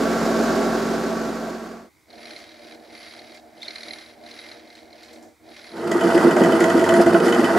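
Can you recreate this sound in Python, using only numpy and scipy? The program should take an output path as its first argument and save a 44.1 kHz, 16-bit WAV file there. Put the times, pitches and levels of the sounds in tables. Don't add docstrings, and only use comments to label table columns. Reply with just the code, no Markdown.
import sys
import numpy as np
from scipy import signal
from scipy.fft import rfft, irfft, next_fast_len
from scipy.io import wavfile
from scipy.ndimage import map_coordinates

SR = 44100
rng = np.random.default_rng(int(sys.argv[2]) if len(sys.argv) > 2 else 0)


def wav_out(sig):
    wavfile.write(sys.argv[1], SR, np.round(np.clip(np.atleast_2d(sig).T, -1, 1) * 32767).astype(np.int16))


N = 334278
TIME = np.arange(N) / SR
CROSSFADE_FROM_S, CROSSFADE_TO_S = 5.7, 6.12

# pitch in Hz, width in Hz, relative level in dB.
POST = [(663, 17.7, 7.5), (893, 45, -22), (1390, 110, -7), (1443, 120, -7), (1870, 28, -27)]


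def facing():
    # frequency in Hz, relative level in dB.
    hiss_outline = [(1290, -19), (2200, -5), (2770, -0.5), (3000, -6.5), (3500, -4), (3990, -9.5),
                    (4370, -2), (5060, -2), (5540, -6.5), (7310, -10), (9650, -10.5), (12400, -15.5),
                    (14000, -29), (15500, -40)]
    # pitch in Hz, width in Hz, relative level in dB.
    shank_modes = [(2570, 86, 6), (3016, 37, 11), (3230, 130, -25)]
    # pitch in Hz, width in Hz, relative level in dB.
    tool_modes = [(1936, 82, 0.5), (3220, 200, -8.5), (4760, 1200, -13.5), (7100, 1300, 2),
                  (9800, 2800, -3.5)]
    # pitch in Hz, width in Hz, relative level in dB.
    bed_modes = [(181, 15, -15), (256, 45, -8.5), (337.8, 18.2, -3), (479, 50, -20.5)]
    # middle in seconds, length in seconds, level in dB.
    squeal_times = [(6.6, 0.13, -54), (6.98, 0.09, -45.5), (7.18, 0.062, -51), (7.49, 0.2, -62)]
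    # start in seconds, relative peak in dB.
    hard_thumps = [(5.883, -5.5), (5.951, -3), (6.15, 4), (6.243, 2), (6.27, 6), (6.412, 6), (6.481, -1),
                   (6.53, 1), (6.608, 4), (6.746, 2.5), (6.925, 4), (6.985, 5), (7.059, 6), (7.14, 3.5),
                   (7.39, 4), (7.43, 3.5)]
    # start in seconds, then the relative peaks in dB
    hard_chips = [(5.915, -20, -9.5, -31), (6.009, -25, -9, -27), (6.365, -22, 0.5, -31),
                  (6.436, -18.5, -10, -27), (6.52, -25, -5, -24.5), (6.604, -16.5, -6.5, -33),
                  (6.64, -18, -6.5, -24.5), (6.84, -21.5, -10, -32), (6.89, -16.5, -4, -22),
                  (6.938, -16.5, -3.5, -29), (6.993, -31, -0.5, -38), (7.063, -22, -1.5, -36),
                  (7.143, -47, 0, -22.5), (7.2, -29, -26, -27), (7.257, -23.5, -5.5, -40),
                  (7.324, -23, -11, -20.5), (7.443, -21.5, -23, -21), (7.494, -47, -1, -36),
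                  (7.56, -46, -1, -43)]
    # relative peaks in dB of the snap, the rattle and the ping.
    light_chip_db = (-27, -11.5, -33)
    tear_db = -37
    thumps_per_s, thump_db, thump_spread_db = 15, -5.5, 0.5
    chips_per_s, chip_spread_db = 25, 3

    fade = ramp(CROSSFADE_FROM_S, CROSSFADE_TO_S)
    cracks = rng.exponential(1, N) * (rng.random(N) < 110 / SR)
    bursts = signal.lfilter([1], [1, -np.exp(-1 / (0.01 * SR))], cracks)
    tearing = white() * (1 + 0.25 * bursts) * amp(0.77 * drift(22) + drift(150))
    rush = amp(-1.7) * unit(colour(tearing, hiss_outline))
    shank = amp(-12.5) * unit(ring(bursts * white(), shank_modes))
    hiss = amp(tear_db) * fade * (rush + shank)
    squeal = swells(squeal_times) * ring(white(), [(9740, 56, 0)])

    light_thumps = light_blows(cut_steps(thumps_per_s), fade * amp(thump_db), thump_spread_db, hard_thumps)
    thumps = blows(np.vstack([hard_thumps, light_thumps]), bed_modes,
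                   contact_s=0.0052, tail_db=-19, tail_s=0.027)
    thumps = colour(thumps, [(50, -41), (160, -6.0), (245, 2.5), (290, -7.0), (345, 2.5), (410, -10.5),
                             (480, -3.0), (700, -14), (3000, -28)])

    light_chips = light_blows(cut_steps(chips_per_s), fade, chip_spread_db, hard_chips)
    snap_rows, rattle_rows, ping_rows = [
        np.vstack([np.array(hard_chips)[:, [0, k + 1]], light_chips + [0, db]])
        for k, db in enumerate(light_chip_db)]
    rattles = blows(rattle_rows, POST, contact_s=0.0047, tail_db=-7, tail_s=0.044)
    rattles = colour(rattles, [(200, -23), (550, -1), (2030, -4.5), (2300, -13), (6000, -29)])
    snaps = blows(snap_rows, tool_modes, contact_s=0.0016, tail_db=-6, tail_s=0.042)
    snaps = colour(snaps, [(1000, -11), (1900, 8.5), (9000, -6), (15000, -16)])
    pings = blows(ping_rows, shank_modes, contact_s=0.0011, tail_db=-14, tail_s=0.014)
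    knocks = amp(-6.5) * thumps + amp(-7) * rattles
    return hiss + squeal + knocks + amp(-0.5) * snaps + amp(0.5) * pings


def running_lathe():
    # frequency in Hz, relative level in dB.
    roar_outline = [(40, -65), (70, -38), (90, -39), (123, -30), (161, -6.5), (200, -2.5), (240, -2.5),
                    (297, -13), (341, -2.5), (385, -0.5), (440, -3.5), (500, -11.5), (560, -8), (800, -68)]
    # frequency in Hz, relative level in dB.
    carriage_outline = [(400, -29), (540, 0.5), (680, 1.5), (760, 2), (930, 0.5), (1020, -3), (1250, 0.5),
                        (1500, 0.5), (1680, -7), (2030, -5), (2200, -35), (3000, -27), (5000, -70)]
    # pitch in Hz, relative level in dB.
    whine_lines = [(100, -27), (250, -17), (280, -17), (468, -12.5), (544, -40), (869, -26), (921, -24.5),
                   (946, -22), (1046, -23), (1246, -26)]
    bed_db, carriage_db, whine_db = -19.5, -21.5, -17
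    chatter_hz = 344
    load_swing_db, load_swings_per_s = 2.0, 13

    swing = tones([(chatter_hz, -4.5)], 1 + 0.033 * drift(25), waver_db=1.0)
    bed = amp(-3.0) * unit(colour(white(), roar_outline)) + swing
    load_db = load_swing_db * drift(load_swings_per_s)

    buzz = 1 + 0.073 * np.sin(2 * np.pi * whine_lines[0][0] * TIME)
    shudder = buzz * amp(1.05 * drift(25) + 2.2 * drift(120))
    carriage = amp(-4.0) * unit(colour(white() * shudder, carriage_outline))
    carriage += amp(-6.0) * unit(ring(white() * shudder, POST))

    whine = tones(whine_lines, 1 + 0.0018 * drift(4), waver_db=3)
    machine = amp(bed_db + load_db) * bed + amp(carriage_db) * carriage + amp(whine_db) * whine
    return ramp(CROSSFADE_FROM_S, CROSSFADE_TO_S) * machine


def welding():
    # frequency in Hz, relative level in dB.
    arc_outline = [(35, -59), (60, -53), (145, -12.5), (224, -8), (255, -4.5), (387, -0.5), (462, -6.5),
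                   (501, -16.5), (552, -9), (669, -8.5), (953, -16), (1380, -14.5), (2800, -36),
                   (3640, -67), (6160, -120)]
    # frequency in Hz, relative level in dB.
    sizzle_outline = [(1800, -35), (2900, -8), (3800, 0), (4700, 2.5), (5800, -0.5), (7100, -1.5),
                      (8800, -13), (9600, -10.5), (10500, -20), (11400, -10), (12300, -16), (13300, -14),
                      (15500, -34)]
    # multiple of the shaft speed, relative level in dB.
    fan_lines = [(1, -28), (2, -33), (3, -31), (4, -17.5), (5, -6.5), (15, -24), (25, -19), (30, -19.5),
                 (35, -26)]
    # pitch in Hz, width in Hz, relative level in dB.
    case_modes = [(167, 12, -40), (270.7, 22, -12.5), (401.5, 3.6, -16.5), (507.7, 16.5, -12),
                  (657, 40, -9.5), (1094, 13, -22), (1514, 74, -19.5)]
    fan_hz = 45.22
    weld_db, fade_from_s, fade_to_s, fade_power = -20, 0.54, 1.9, 0.88

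    flutter = amp(drift(90) + .5 * drift(7.13))
    arc = amp(-3.5) * unit(colour(white() * flutter, arc_outline))
    arc += amp(-19.5) * unit(colour(white() * flutter, sizzle_outline))
    speed = 1 + .002 * drift(10)
    fan = tones([(fan_hz * k, db) for k, db in fan_lines], speed, waver_db=1.0)
    case = amp(-0.5) * ring(white(), case_modes)
    fade = (1 - ramp(fade_from_s, fade_to_s)) ** fade_power
    return amp(weld_db) * fade * (arc + fan + case)


def gauge():
    # frequency in Hz, relative level in dB.
    scrape_outline = [(500, -29), (900, -6.5), (1550, 0.5), (1850, 4), (2100, 1.5), (2380, 3), (2750, -4),
                      (3350, 0), (4300, -10), (4700, -10), (5700, -5), (6500, -14), (8500, -32),
                      (15500, -41)]
    # pitch in Hz, width in Hz, relative level in dB.
    stem_modes = [(2200, 90, -4), (2340, 200, 3.5), (4120, 200, -6), (3980, 280, 15.5), (4220, 140, 14),
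                  (4930, 220, -7), (5600, 260, -4)]
    # pitch in Hz, width in Hz, relative level in dB.
    plate_modes = [(2100, 22, 5), (2146, 25, -7), (2340, 32, -6), (3850, 22, 3), (3975, 35, -5),
                   (4212, 45, -8), (4500, 35, 1)]
    # pitch in Hz, width in Hz, relative level in dB.
    rack_modes = [(4930, 220, 5), (5620, 330, -7), (7100, 650, -9)]
    # start in seconds, relative peak in dB.
    hard_clacks = [(2.1025, -34), (2.128, -38), (2.2538, -28), (2.3056, -26), (2.362, -25.5), (2.9748, -37),
                   (3.1894, -28), (3.6288, -21.5), (3.6806, -19), (3.7053, -23), (3.7566, -20.5),
                   (3.8054, -25), (3.831, -22.5), (3.8826, -23), (3.907, -20), (3.933, -20), (4.2615, -31),
                   (4.311, -27), (4.388, -25.5), (4.486, -32), (4.5138, -28), (4.7006, -34), (4.7516, -33),
                   (4.9282, -34), (5.031, -33)]
    # start in seconds, relative peak in dB.
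    grit_spots = [(2.38, -49), (2.745, -52), (3.345, -48), (4.752, -48), (5.03, -44.5), (5.13, -45),
                  (5.225, -47)]
    # pitch in Hz, width in Hz, relative level in dB.
    grit_modes = [(5600, 1400, 5), (7000, 1200, 1), (10500, 3000, -14)]
    teeth_per_s = 39.4
    resting_grip = 1
    tooth_over_scrape_db, tooth_spread_db = 10, 2.5

    s = np.array(hard_clacks)[:, 0]
    count = np.cumsum(np.r_[0, np.round(np.diff(s) * teeth_per_s)])
    tooth = np.interp(TIME, s, count - s * teeth_per_s) + TIME * teeth_per_s
    since = (np.array([tooth, tooth + .5]) % 1) / teeth_per_s
    age = since / 0.0041
    strike, rebound = age * np.exp(1 - age)
    jolt = (strike + 0.45 * rebound) * amp(2 * drift(22))
    grip = unit((resting_grip + jolt) * amp(2.3 * drift(200)))

    scrape = amp(-5.5) * unit(colour(grip * white(), scrape_outline))
    scrape += amp(-14.5) * unit(ring(grip * white(), stem_modes))
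    scrape += amp(-8.5) * unit(ring(grip * white(), plate_modes))
    ticks = ring((strike + rebound) * white(), rack_modes)
    ticks = amp(-14) * unit(colour(ticks, [(2000, -14), (4500, 4), (7800, 1), (9500, -12)]))

    press = pressure()
    new_tooth = np.diff(np.floor(tooth)) > 0
    teeth = TIME[1:][new_tooth & (press[1:] > 0)]
    light_clacks = light_blows(teeth, press * amp(tooth_over_scrape_db), tooth_spread_db, hard_clacks)
    clacks = blows(np.vstack([hard_clacks, light_clacks]), stem_modes,
                   contact_s=.0019, tail_db=-12, tail_s=0.015)
    clacks = colour(clacks, [(800, -37), (2100, 8.0), (2800, -7), (4300, -2.5), (7500, -10.5), (15000, -22)])
    grit = blows(grit_spots, grit_modes, contact_s=0.0014, tail_db=2, tail_s=0.051)
    return press * (scrape + ticks) + amp(-1.0) * clacks + amp(2) * grit


def singing():
    # pitch in Hz, width in Hz, relative level in dB.
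    tip_notes = [(9830, 36, 1.5), (10230, 25, 0)]
    # pitch in Hz, width in Hz, relative level in dB.
    overtone = [(11400, 260, -4)]
    # start in seconds, length in seconds, pitch in Hz, level in dB.
    squeak_rows = [(3.568, .02, 3100, -56), (3.611, 0.025, 3620, -40), (3.634, 0.045, 3700, -43),
                   (3.909, .05, 9900, -52), (4.388, .04, 9520, -60)]
    sing_db, sing_at_db = -68, -42.5
    sing_growth = 1.35
    trades_per_s, trade_db = 4, 2.5

    press = pressure()
    out = amp(-26.5) * press * ring(white(), overtone)
    strength = amp(sing_db) * (press / amp(sing_at_db)) ** sing_growth
    balance_db = trade_db * np.tanh(2 * drift(trades_per_s))
    for sign, (hz, width, db) in zip((-1, 1), tip_notes):
        note = amp(1) * tones([(hz, db)], 1 + 0.00061 * drift(25), waver_db=2.0)
        note += amp(-4.5) * ring(white(), [(hz, width, db)])
        out += strength * amp(sign * balance_db) * note
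    for start, length, hz, db in squeak_rows:
        window = np.hanning(int(length * SR))
        squeak = unit(ring(rng.standard_normal(SR // 10), [(hz, 140, 0)]))
        add(out, start, amp(db) * window * squeak[:len(window)])
    return out


def slow_gears():
    # frequency in Hz, relative level in dB.
    rumble_outline = [(71, -55), (120, -22), (199, -20.5), (227, -2.5), (259, -18), (325, -3), (434, -7.5),
                      (471, -16.5), (609, 0), (1030, -43), (1400, -20.5), (1820, -19), (3080, -120)]
    # pitch in Hz, width in Hz, relative level in dB.
    casting_modes = [(320, 18, -2.5), (474, 6.6, -9), (608, 50, -9), (689.5, 28, -7.5)]
    # pitch in Hz, relative level in dB.
    hum_lines = [(237, -7.5), (315, -23), (619, -28)]
    rumble_db, rumble_swell_db = -53, 1.37

    casting = colour(ring(white(), casting_modes), [(80, 7), (200, -4), (800, 4), (1300, -7)])
    roll = unit(colour(white(), rumble_outline)) + amp(1.0) * casting
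    hum = tones(hum_lines, 1 + 0.00483 * drift(1.8), waver_db=1)
    level = amp(rumble_db + rumble_swell_db * drift(4))
    return turning() * level * (roll * amp(drift(20)) + hum)


def quiet_shop():
    # frequency in Hz, relative level in dB.
    shop_outline = [(25, -21), (45, -20), (65, 2), (100, 0.5), (135, -8), (230, -8), (330, -1), (500, -12),
                    (900, -10.5), (1800, -15.5), (2080, -4), (2350, -9), (2700, -23), (3800, -16),
                    (7900, -20), (15500, -25)]
    return amp(-61) * unit(colour(white(), shop_outline))


def turning():
    # switched on in seconds, spin-up in seconds, switched off in seconds, run-down in seconds.
    run_rows = [(2.06, 0.075, 5.24, 0.119), (5.39, 0.089, 6.1, 0.1)]
    runs = sum(ramp(on, on + up) * (1 - ramp(off, off + down)) for on, up, off, down in run_rows)
    return runs * (1 - ramp(CROSSFADE_FROM_S, CROSSFADE_TO_S))


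def pressure():
    # middle in seconds, length in seconds, pressure gain in dB.
    rub_rows = [(2.12, 0.085, -52), (2.3, 0.23, -43.5), (2.5, 0.2, -49), (2.68, 0.14, -46.5),
                (2.9, 0.2, -53), (3.08, 0.27, -43.5), (3.32, 0.14, -48), (3.79, 0.36, -42),
                (4.04, 0.18, -47), (4.42, 0.33, -44), (4.75, 0.2, -52), (5.05, 0.27, -50),
                (5.68, 0.35, -45.5)]
    light_touch_db = -62.5
    return turning() * np.hypot(swells(rub_rows), amp(light_touch_db))


def cut_steps(per_s):
    jitter = 0.3
    steps = np.arange(CROSSFADE_FROM_S, TIME[-1], 1 / per_s)
    return steps + jitter / per_s * rng.standard_normal(256)[:len(steps)]


def light_blows(times, gain, spread_db, hard):
    scatter = np.clip(rng.standard_normal(size=256), -2, 2)[:len(times)]
    db = 20 * np.log10(np.interp(times, TIME, gain) + 1e-9) + spread_db * scatter
    nearest_hard = abs(times[:, None] - np.array(hard)[:, 0]).min(1)
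    free = nearest_hard > np.diff(times).mean() / 2
    return np.column_stack([times, db])[free]


def blows(rows, modes, contact_s, tail_db, tail_s):
    out, t = np.zeros(N), np.arange(SR // 5) / SR
    force = t / contact_s * np.exp(1 - t / contact_s) + amp(tail_db) * np.exp(-t / tail_s)
    for (s, db), rubbing in zip(rows, rng.standard_normal(size=(192, len(t)))):
        sound = ring(force * rubbing, modes)
        add(out, s, amp(db) * sound / abs(sound).max())
    return out


def ring(x, modes):
    out = np.zeros(len(x))
    for hz, width, db in modes:
        r, turn = np.exp(-np.pi * width / SR), 2 * np.pi * hz / SR
        out += amp(db) * unit(signal.lfilter([1, 0, -1], [1, -2 * r * np.cos(turn), r * r], x))
    return out


def tones(lines, speed, waver_db):
    turns = np.cumsum(speed) / SR
    out = np.zeros(N)
    for hz, db in lines:
        out += amp(db + waver_db * drift(6)) * np.sin(2 * np.pi * (hz * turns + rng.random()))
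    return np.sqrt(2) * out


def colour(x, spectrum):
    hz, db = np.transpose(spectrum)
    size = next_fast_len(N)
    bins = np.fft.rfftfreq(size, 1 / SR)
    gain = amp(np.interp(np.log(bins + 1), np.log(hz + 1), db))
    return irfft(rfft(x, size) * gain, size)[:N]


def swells(rows):
    squareness = 3.6
    return sum(amp(db) * .5 ** np.minimum(abs(2 * (TIME - s) / length) ** squareness, 20)
               for s, length, db in rows)


def ramp(from_s, to_s):
    return np.clip((TIME - from_s) / max(to_s - from_s, 1 / SR), 0, 1)


def drift(per_s):
    points = rng.standard_normal(8192)
    curve = map_coordinates(points, [TIME[::20] * per_s * 2], order=3, mode="wrap")
    return unit(curve).repeat(20)[:N]


def white():
    return rng.standard_normal(N)


def amp(db):
    return 10 ** (np.asarray(db) / 20)


def unit(x):
    return x / np.sqrt(np.mean(x ** 2) + 1e-20)


def add(mix, s, sound):
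    part = mix[max(round(s * SR), 0):][:len(sound)]
    part += sound[:len(part)]


def place(x, width, t60):
    left_db = -1.4
    t = np.arange(SR // 4) / SR
    taps = rng.standard_normal((2, len(t))) * amp(-60 * t / t60) * (t > .001)
    first, second = (signal.oaconvolve(x, tail / np.linalg.norm(tail))[:N] for tail in taps)
    angle = 3 * drift(12)
    side = colour(first * np.cos(angle) + second * np.sin(angle), width)
    return np.array([amp(left_db / 2) * (x + side), amp(-left_db / 2) * (x - side)])


def scene():
    # frequency in Hz, gain of the side signal in dB.
    weld_width = [(60, -38), (180, -16), (550, -13.5), (1650, -8.5), (4970, -11), (15000, -9.5)]
    turn_width = [(60, -3), (180, -9), (550, -8), (1650, -6), (4970, -15), (15000, 0.5)]
    cut_width = [(60, -24), (180, -22.5), (550, -13), (1650, -7), (4970, -11.5), (15000, -3.5)]
    weld = place(welding(), weld_width, t60=0.14)
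    turn = place(slow_gears() + gauge() + singing() + quiet_shop(), turn_width, t60=0.038)
    lathe = colour(running_lathe() + facing(), [(35, -8), (70, 2), (95, -0.5), (200, 0.5)])
    return weld + turn + place(lathe, cut_width, t60=0.063)


def record(dry):
    edge_hz = 15750
    rounded = dry / (1 + (dry / .93) ** 8) ** (1 / 8)
    low_pass = signal.firwin(1023, edge_hz, window=("kaiser", 9), fs=SR)
    return signal.oaconvolve(rounded, low_pass[None], "same")


dry = scene()
out = record(dry)
wav_out(out)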